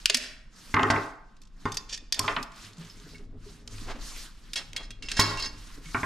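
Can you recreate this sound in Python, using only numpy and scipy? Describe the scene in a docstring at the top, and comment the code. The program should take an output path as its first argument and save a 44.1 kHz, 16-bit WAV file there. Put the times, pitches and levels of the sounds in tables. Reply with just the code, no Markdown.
"""Hands work a hex key on the clamp of a metal handlebar above a wooden workbench in a workshop.
Metal ticks are noise cracks that ring the clamp or bar as damped sines; knocks excite the dense modes of the bench.
Random micro-slips scrape metal on metal, and fingers spin a loose bolt that ticks faintly.
Soft bumps and nudges wake single tones; skin, cloth and palm slide as shaped noise.
The bench carries a low rumble and hum to the microphone, and dying noise gives the room its echo."""
import sys
import numpy as np
from scipy import signal
from scipy.io import wavfile

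SR = 44100
rng = np.random.default_rng(int(sys.argv[2]) if len(sys.argv) > 2 else 0)


def transcribe(u):
    """Save the signal u as a 16-bit wav file named by the first command-line argument.

    u: samples, shape (n,) or (channels, n), limited to [-1, 1]; the rate is SR.
    q: integer samples, one column per channel.
    """
    v = np.clip(np.atleast_2d(u).T, -1, 1)
    q = np.round(v * 32767).astype(np.int16)
    wavfile.write(sys.argv[1], SR, q)


N = 266893

# ringing modes of the clamp and its bolt: f/Hz, level/dB, free t60/s
CLAMP_MODES = [(1835, -1, .12), (2630, -14, .05), (3585, 3, .08), (4732, 5, .09), (5308, 1, .07),
               (5600, 3, .05), (6330, 6, .05), (7070, -3, .03)]
# ringing modes of the handlebar: f/Hz, level/dB, free t60/s
BAR_MODES = [(1072, -5, .16), (1109, -2, .19), (1674, -13, .25), (1895, -9, .2), (2207, -5, .2),
             (2745, -5, .17), (3311, -7, .16), (3989, -12, .2), (4156, -8, .2), (4525, -8, .2),
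             (4678, -12, .16), (5216, -1, .16), (5297, -4, .15), (5636, -15, .2), (6300, -9, .1),
             (7000, -12, .08), (8931, -15, .2)]
# low modes of the bench: f/Hz, level/dB, t60/s when struck hard
BENCH_MODES = [(102.9, 4, 0.32), (162.7, -7.5, 0.35), (250, -4.5, 0.1), (288, -1, 0.067), (407.5, -7, 0.15),
               (620, -22.5, 0.035)]
BAR_FREE_S = 4.4   # from here on the key taps the bar, earlier the bolt
MIRROR = np.array([[1], [-1]])   # puts a side signal into left and right with opposite signs


def amp(db):
    """Turn dB into a linear gain."""
    return 10 ** (np.asarray(db) / 20)


def rms_one(x):
    """Scale a signal to an RMS of 1."""
    return x / np.sqrt(np.mean(x ** 2) + 1e-20)


def at_hz(points, hz):
    """Read a curve of (Hz, value) points along log frequency."""
    curve_hz, values = np.transpose(points)
    return np.interp(np.log(hz), np.log(curve_hz), values)


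def butter(x, hz, kind, order=2):
    """Butterworth filter."""
    return signal.sosfilt(signal.butter(order, hz, kind, fs=SR, output="sos"), x)


def bands(white):
    """Half-octave slices of noise with their centres; neighbours come from unrelated draws."""
    edges = 120 * 2 ** np.arange(0, 7.6, .5)
    for k, (low, high) in enumerate(zip(edges, edges[1:])):
        yield np.sqrt(low * high), butter(white[k % 2], [low, high], "band")


def drift(rate_hz):
    """Slow random wander of spread 1: low-passed noise, computed at every 40th sample."""
    r = np.exp(-2 * np.pi * rate_hz * 40 / SR)
    white = rng.standard_normal(N // 40 + 2002)
    slow = signal.lfilter([1], [1, -2 * r, r * r], white)[2000:]   # skip the filter's settling
    return np.interp(np.arange(N) / 40, np.arange(len(slow)), rms_one(slow))


def ring(x, hz, t60):
    """Two-pole resonator: a unit click sets a dying sine of height 1 ringing."""
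    r = amp(-60 / (max(t60, .004) * SR))
    w = 2 * np.pi * hz / SR
    return signal.lfilter([0, np.sin(w)], [1, -2 * r * np.cos(w), r * r], x + 1e-18)


def dying_noise(decay, colour, channels):
    """Impulse response of many dense modes: noise that dies at its own pace in each band; energy 1."""
    t = np.arange(SR) / SR
    out = 0
    for hz, band in bands(rng.standard_normal((2, channels, SR))):
        out = out + band * amp(at_hz(colour, hz) - 60 * t / at_hz(decay, hz))
    return rms_one(out) / np.sqrt(SR)


def struck(modes, s, db, favoured_hz, focus_db, waver_db=0):
    """Each contact strikes every mode by chance, most near its pitch (focus: dB per octave); modes can waver."""
    at, out = np.round(s * SR).astype(int), np.zeros(N)
    luck_db = rng.normal(0, 1.6, (len(at), len(modes)))
    for k, (hz, mode_db, t60) in enumerate(modes):
        octaves_off = np.abs(np.log2(hz / favoured_hz))
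        clicks = np.zeros(N)
        clicks[at] = amp(db + mode_db + luck_db[:, k] - focus_db * octaves_off)
        out += ring(clicks, hz, t60) * amp(waver_db * drift(66))
    return out


def ticks():
    """A short crack of noise, coloured by modes the contact chokes, then the ring of clamp or bar."""
    # metal contacts: t/s, crack peak level/dB, brightness f/Hz, crack t60/s (limited below),
    # ring level relative to the crack level/dB (low where the grip damps it)
    contacts = [(0.0572, 8, 3350, 0.028, -63), (0.098, 1.5, 2700, 0.028, -45), (0.145, 3, 3800, 0.039, -29),
                (0.17, -4, 5670, 0.035, -43), (0.744, -13, 2700, 0.011, -44),
                (0.832, -13.5, 2220, 0.0092, -36), (0.9029, -10, 2600, 0.057, -27),
                (1.417, -37, 6700, 0.041, -27.5), (1.6544, -33.5, 3600, 0.053, -17),
                (1.72, -19.5, 6640, 0.025, -22), (1.7427, -25, 6140, 0.084, -29),
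                (1.7705, -14, 5400, 0.031, -24), (1.976, -29.5, 3590, 0.027, -20.5),
                (2.1238, -9, 4540, 0.027, -22.5), (2.143, -16.5, 3980, 0.03, -23),
                (2.1926, 3.5, 6760, 0.021, -40), (2.428, -21, 5600, 0.037, -47),
                (3.676, -26.5, 3100, 0.017, -43), (3.782, -36, 1700, 0.021, -33),
                (4.5335, -18.5, 4440, 0.04, -41), (4.5586, -18, 3330, 0.16, -14),
                (4.732, -25.5, 3520, 0.011, -44.5), (4.763, -17.5, 3170, 0.059, -6),
                (4.9057, -27, 3300, 0.046, -8.5), (5.024, -29, 2590, 0.11, -6.5),
                (5.086, -26, 2760, 0.22, -3), (5.116, -14, 3200, 0.035, -38),
                (5.1965, 6, 6600, 0.088, -14.5), (5.206, -20, 5400, 0.03, 8), (5.373, -26, 2740, 0.038, -8),
                (5.398, -24, 4430, 0.044, -3), (5.425, -23, 4440, 0.014, -1.5),
                (5.459, -27.5, 6100, 0.048, 0), (5.8565, -39, 2130, 0.052, -3)]
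    choked_db, choked_t60 = -39.5, 0.012
    out, t = np.zeros(N + 8192), np.arange(8192) / SR
    luck = rng.standard_normal((len(contacts), len(BAR_MODES)))
    whites = rng.standard_normal((len(contacts), 8192))
    for (s, db, hz, t60, _), white, row in zip(contacts, whites, luck):
        burst = butter(white * amp(-60 * t / np.clip(t60, .005, .2)), 1300, "high")
        modes = CLAMP_MODES[1:] if s < BAR_FREE_S else BAR_MODES[2:]
        choked = sum(amp(choked_db + 5.5 * chance) * ring(burst, f, choked_t60)
                     for (f, _, _), chance in zip(modes, row))
        crack = butter(burst + choked, [hz / 1.76, hz * 3.07], "band")
        out[round(s * SR):][:8192] += amp(db) * crack / np.abs(crack).max()

    s, db, hz, _, ring_db = np.transpose(contacts)
    early = s < BAR_FREE_S
    # a hard blow wakes all modes, a light tap mainly one; the small clamp always rings as a whole
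    focus_db = np.where(early, 4.5, np.clip(-2.5 * (db + 2), 3, 50))
    for modes, mine in ((CLAMP_MODES, early), (BAR_MODES, ~early)):
        out[:N] += struck(modes, s[mine], (db + ring_db)[mine], hz[mine], focus_db[mine], waver_db=4)
    return out[:N]


def knocks():
    """Blows, each a cluster of contacts, excite two spots of a bench top that radiates unevenly to each side."""
    # dull blows on the bench: t/s, level/dB, bass push relative to it level/dB, hardness as top f/Hz
    blows = [(0.741, -13.5, 0, 2470), (0.766, -9.5, -38.5, 1910), (0.794, -14, -10.5, 2290),
             (0.831, -11.5, -6, 1830), (0.901, -9, -2.5, 1920), (0.934, -21, -1, 2130),
             (0.961, -18.5, -7, 1920), (1.654, -23, 5, 1740), (2.195, -25, 3.5, 1160),
             (2.24, -28.5, 5, 1270), (2.279, -16.5, -38, 3220), (2.364, -20.5, -36.5, 3060),
             (5.193, -9, 3.5, 1850), (5.946, -17.5, -3, 2040), (6.031, -22, 0, 1980)]
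    # dense upper modes of the bench top: f/Hz, level/dB per Hz
    bench_colour = [(150, -8), (300, -6), (650, -14), (1050, -2), (1700, -4), (2600, -7), (4000, -18)]
    # and their decay: f/Hz, t60/s
    bench_decay = [(300, 0.27), (1500, 0.18), (5000, 0.041)]
    bounce_s, bounce_db = 0.007, -12.5   # each blow bounces once
    top_hz, top_db, top_t60 = 1063.8, -22.5, 0.1   # one mode of the bench top stands out
    spots, t = np.zeros((2, N + 2048)), np.arange(2048) / SR
    whites = rng.standard_normal((len(blows), 2048))
    for k, ((s, db, _, hard_hz), white) in enumerate(zip(blows, whites)):
        cluster = white * np.abs(white) * amp(-44.0 * (t / 0.012) ** 2)
        blow = butter(cluster, hard_hz, "low", order=4)
        blow = blow + amp(bounce_db) * np.roll(blow, round(bounce_s * SR))
        # blows land alternately on two spots of the bench
        spots[k % 2, round(s * SR):][:2048] += amp(db) * rms_one(blow) / 10
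    mid, side = sum(signal.fftconvolve(spot[None], dying_noise(bench_decay, bench_colour, channels=2))[:, :N]
                    for spot in spots)
    direct = spots.sum(axis=0)[:N]
    board = mid + amp(top_db) * ring(direct, top_hz, top_t60) + amp(-9.5) * butter(side, 550, "high") * MIRROR
    s, db, push_db, _ = np.transpose(blows)
    push = butter(struck(BENCH_MODES, s, db + push_db, 510, focus_db=6.5), 270, "low")   # weight arrives softly
    return amp(8.0) * butter(direct, 890, "high") + amp(-0.5) * board + push


def scrapes():
    """Dense uneven micro-slips rattle the clamp, later the bar; the contact damps the ring."""
    # metal dragged over metal: full level from t/s, rise of 170 dB takes t/s, hold t/s, level/dB
    drags = [(1.894, 0.066, 0.04, -32), (1.927, 0.0027, 0.024, -28.5), (2.217, 0.0061, 0.1, -36.5),
             (4.557, 0.018, 0.026, -29), (4.825, 0.027, 0.022, -42), (5.05, 0.012, 0.021, -42.5),
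             (5.108, 0.013, 0.047, -36.5), (5.17, 0.079, 0.079, -23.5), (5.383, 0.03, 0.077, -32.5)]
    fade_db_per_s, slips_per_s = 695, 1200
    t = np.arange(N) / SR
    level = 0
    for s, swell, hold, db in drags:
        rise_db = 170 * np.clip((s - t) / swell, 0, 5)
        fade_db = fade_db_per_s * np.maximum(t - s - hold, 0)
        level = level + amp(db - rise_db - fade_db)
    strength = amp(1.6 * rng.exponential(1, N).clip(0, 4))
    slips = (rng.random(N) < slips_per_s / SR) * strength * rng.choice([-1, 1], N)
    slips = level * rms_one(slips)
    early = np.arange(N) < BAR_FREE_S * SR
    # mode levels count half in dB
    clamp = sum(amp(.5 * db) * ring(slips * early, hz, .035) for hz, db, _ in CLAMP_MODES)
    bar = sum(amp(.5 * db) * ring(slips * ~early, hz, 0.047) for hz, db, _ in BAR_MODES[2:])
    return amp(-41.5) * clamp + amp(-32.5) * bar + amp(-7.0) * butter(slips, [2200, 7600], "band")


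def spins():
    """Fingers spin the loose bolt, which ticks in its thread: faint bright cracks at random moments."""
    # turns of the bolt: start t/s, end t/s, level/dB
    turns = [(1.234, 1.52, -50), (2.5, 3.187, -43)]
    ticks_per_s, crack_t60 = 20, 0.032
    t = np.arange(N) / SR
    level = sum(amp(db) * (t > start) * (t < end) for start, end, db in turns)
    touches = (rng.random(N) < ticks_per_s / SR) * amp(1.5 * rng.standard_normal(N)) * level
    decay = signal.lfilter([1], [1, -amp(-60 / (crack_t60 * SR))], touches + 1e-18)
    return butter(decay * rng.standard_normal(N), [2600, 8500], "band")


def bumps():
    """Soft contacts reach only the low bench modes, and press in over several milliseconds."""
    # bar and knuckles on the bench: t/s, level/dB, favoured f/Hz
    contacts = [(0.097, 21.5, 652), (0.147, -9, 251), (2.777, -18.5, 163), (3.031, -23.5, 176),
                (3.19, -29.5, 415), (3.461, -29.5, 415), (3.815, -23, 284), (3.946, -18.5, 267),
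                (5.853, -25, 163)]
    s, db, hz = np.transpose(contacts)
    damped = [(f, mode_db, 0.65 * t60) for f, mode_db, t60 in BENCH_MODES]
    tones = struck(damped, s, db, hz, focus_db=56.5)
    t = np.arange(N) / SR
    onset = 1 - sum(np.exp(-np.maximum(t - at, 0) / (3.5 / pitch)) * (t >= at) for at, pitch in zip(s, hz))
    return butter(tones * onset, 740, "low")


def nudges():
    """The held bar is nudged and answers with a faint tone, brief because the hand damps it."""
    # nudges of the bar: t/s, level/dB, favoured f/Hz
    touches = [(2.899, -44.5, 5297), (3.147, -41.5, 2207)]
    s, db, hz = np.transpose(touches)
    damped = [(f, mode_db, 0.56 * t60) for f, mode_db, t60 in BAR_MODES]
    return struck(damped, s, db, hz, focus_db=59, waver_db=4.5)


def slide():
    """Hands and sleeves slide: smooth friction hiss, a little patchy by band, mostly alike on both sides."""
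    # strokes: full level from t/s, hold t/s, level/dB
    strokes = [(0, 0.15, -44.5), (0.585, 0.34, -41), (0.808, 0.23, -41.5), (1.615, 0.18, -50),
               (2.227, 0.19, -44.5), (2.573, 0.1, -41.5), (2.796, 0.35, -45.5), (3.458, 0.084, -44.5),
               (3.733, 0.11, -39), (4.035, 0.2, -34.5), (4.378, 0.29, -49), (5.3, 0.3, -45),
               (5.582, 0.18, -42.5), (5.851, 0.24, -38)]
    # colour of skin and cloth: f/Hz, level/dB per Hz
    skin = [(200, 10), (400, -5), (800, -9), (1200, -0.5), (2500, -6.5), (5400, -4), (7500, -7.5),
            (13000, -7.5), (15500, -36.5)]
    rise_db_per_s, fade_db_per_s, rest_db = 240.5, 132, -63.5
    tilt_per_db, flat_at_db = 0.163, -49.5   # a firmer stroke is brighter: dB per octave for each dB
    t = np.arange(N) / SR
    hiss_db = np.full(N, float(rest_db))
    for s, hold, db in strokes:
        rise_db = rise_db_per_s * np.maximum(s - t, 0)
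        fade_db = fade_db_per_s * np.maximum(t - s - hold, 0)
        hiss_db = np.maximum(hiss_db, db - rise_db - fade_db)
    tilt_db = tilt_per_db * (hiss_db - flat_at_db)
    out, together = 0, drift(4.5)
    for hz, (mid, side) in bands(rng.standard_normal((2, 2, N))):
        patchy_db = 0.95 * together + 2.1 * drift(21)
        db = at_hz(skin, hz) + tilt_db * np.log2(hz / 5000) + patchy_db
        out = out + amp(db) * (mid + amp(-8.5) * side * MIRROR)
    return amp(hiss_db) * butter(out, 15000, "low", order=6)


def rubs():
    """Palm and bar rub dully on the bench: lumpy noise that swells and sinks."""
    # rubs: middle t/s, width (Gaussian sigma) t/s, level/dB
    swells = [(1.701, 0.032, -48.5), (2.24, 0.057, -44), (2.822, 0.038, -49.5), (3.196, 0.034, -54.5),
              (3.961, 0.055, -50), (4.6, 0.015, -47), (4.789, 0.024, -46), (5.299, 0.027, -63)]
    # dull band of the noise: low edge f/Hz, high edge f/Hz
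    rub_band = [252, 1390]
    t = np.arange(N) / SR
    level = sum(amp(db) * np.exp(-.5 * ((t - s) / width) ** 2) for s, width, db in swells)
    lumpy = rng.standard_normal(N) * amp(7.3 * drift(7.1))
    return level * rms_one(butter(lumpy, rub_band, "band", order=1))


def lows():
    """Low noise rumbles nearly alike on both sides, and grip movements hum in the bench's low modes."""
    # carried through the bench: t/s, rumble level/dB, handling hum level/dB
    levels = [(0, -42, -79.5), (0.45, -50, -74), (1.3, -54, -72.5), (2.0, -45.5, -55), (2.3, -44, -81),
              (2.7, -57.5, -58.5), (3.35, -41, -50.5), (3.6, -50.5, -55.5), (3.97, -34.5, -48),
              (4.3, -49.5, -65), (5.1, -42.5, -52.5), (5.55, -44, -55), (6.05, -48, -55)]
    s, *columns = np.transpose(levels)
    rumble_db, grip_db = [np.interp(np.arange(N) / SR, s, column) for column in columns]
    mid, side = butter(butter(rng.standard_normal((2, N)), [14, 42], "band"), 45, "low")
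    rumble = rms_one(mid + amp(-16.5) * side * MIRROR)
    white = rng.standard_normal(N) * amp(4 * drift(21))
    hum = sum(amp(db) * ring(white * amp(2.5 * drift(12.0)), hz, 1.2 * t60) for hz, db, t60 in BENCH_MODES)
    grip = rms_one(rms_one(hum) + amp(-6.5) * rms_one(butter(white, [90, 300], "band")))
    return amp(rumble_db) * rumble + amp(grip_db) * grip


def room(near):
    """Workshop echo: the near sounds pass through noise that dies at its own pace in each band."""
    # decay of the room: f/Hz, t60/s
    room_decay = [(200, 0.41), (1000, 0.71), (4000, 0.45), (12000, 0.39)]
    room_colour = [(700, 6.0), (5000, 0.5), (15000, -3.0)]   # f/Hz, level/dB per Hz
    mid, side = dying_noise(room_decay, room_colour, channels=2)
    echo = mid + 0.48 * butter(side, 880, "high") * MIRROR   # long waves reach both ports alike
    build_up = 1 - np.exp(-(np.arange(SR) / SR / 0.0031) ** 2)   # reflections take a while to build up
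    return amp(-15) * signal.fftconvolve(near, echo * build_up, axes=1)[:, :N]


def close_reflection(near):
    """A close reflection, 2.4 ms late, reaches the two microphone ports unevenly."""
    late = np.roll(near, round(0.0024 * SR), axis=1)
    return amp(-11.0) * butter(late, 1500, "high") * MIRROR


def scene():
    """Sum the contacts with their reflections, the sliding hiss and the lows."""
    near = ticks() + knocks() + scrapes() + spins() + bumps() + nudges() + rubs()
    return near + close_reflection(near) + room(near) + slide() + lows()


def record(dry):
    """The housing shades the treble; gain control ducks loud blows; peaks are rounded; the top is cut."""
    shade = amp(-9.5)
    left, right = shade * dry + (1 - shade) * butter(dry, 8220, "low")
    ports = np.array([left, right - .8 * butter(right, 6000, "high")])   # the right port is duller

    t = np.arange(N) / SR
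    over_db = np.maximum(20 * np.log10(np.abs(ports).max(axis=0) + 1e-9) + 16, 0)   # above -16 dB
    held_db = np.maximum.accumulate(over_db + 200 * t) - 200 * t   # lets go at 200 dB/s
    smooth_db = signal.lfilter([.03], [1, -.97], held_db)
    ducked = ports * amp(-.5 * smooth_db)

    ceiling = .62
    rounded = ceiling * np.tanh(ducked / ceiling)
    softened = butter(rounded, 13600, "low", order=10)
    return signal.sosfilt(signal.cheby2(12, 70, 16700, fs=SR, output="sos"), softened)


dry = scene()
out = record(dry)
transcribe(out)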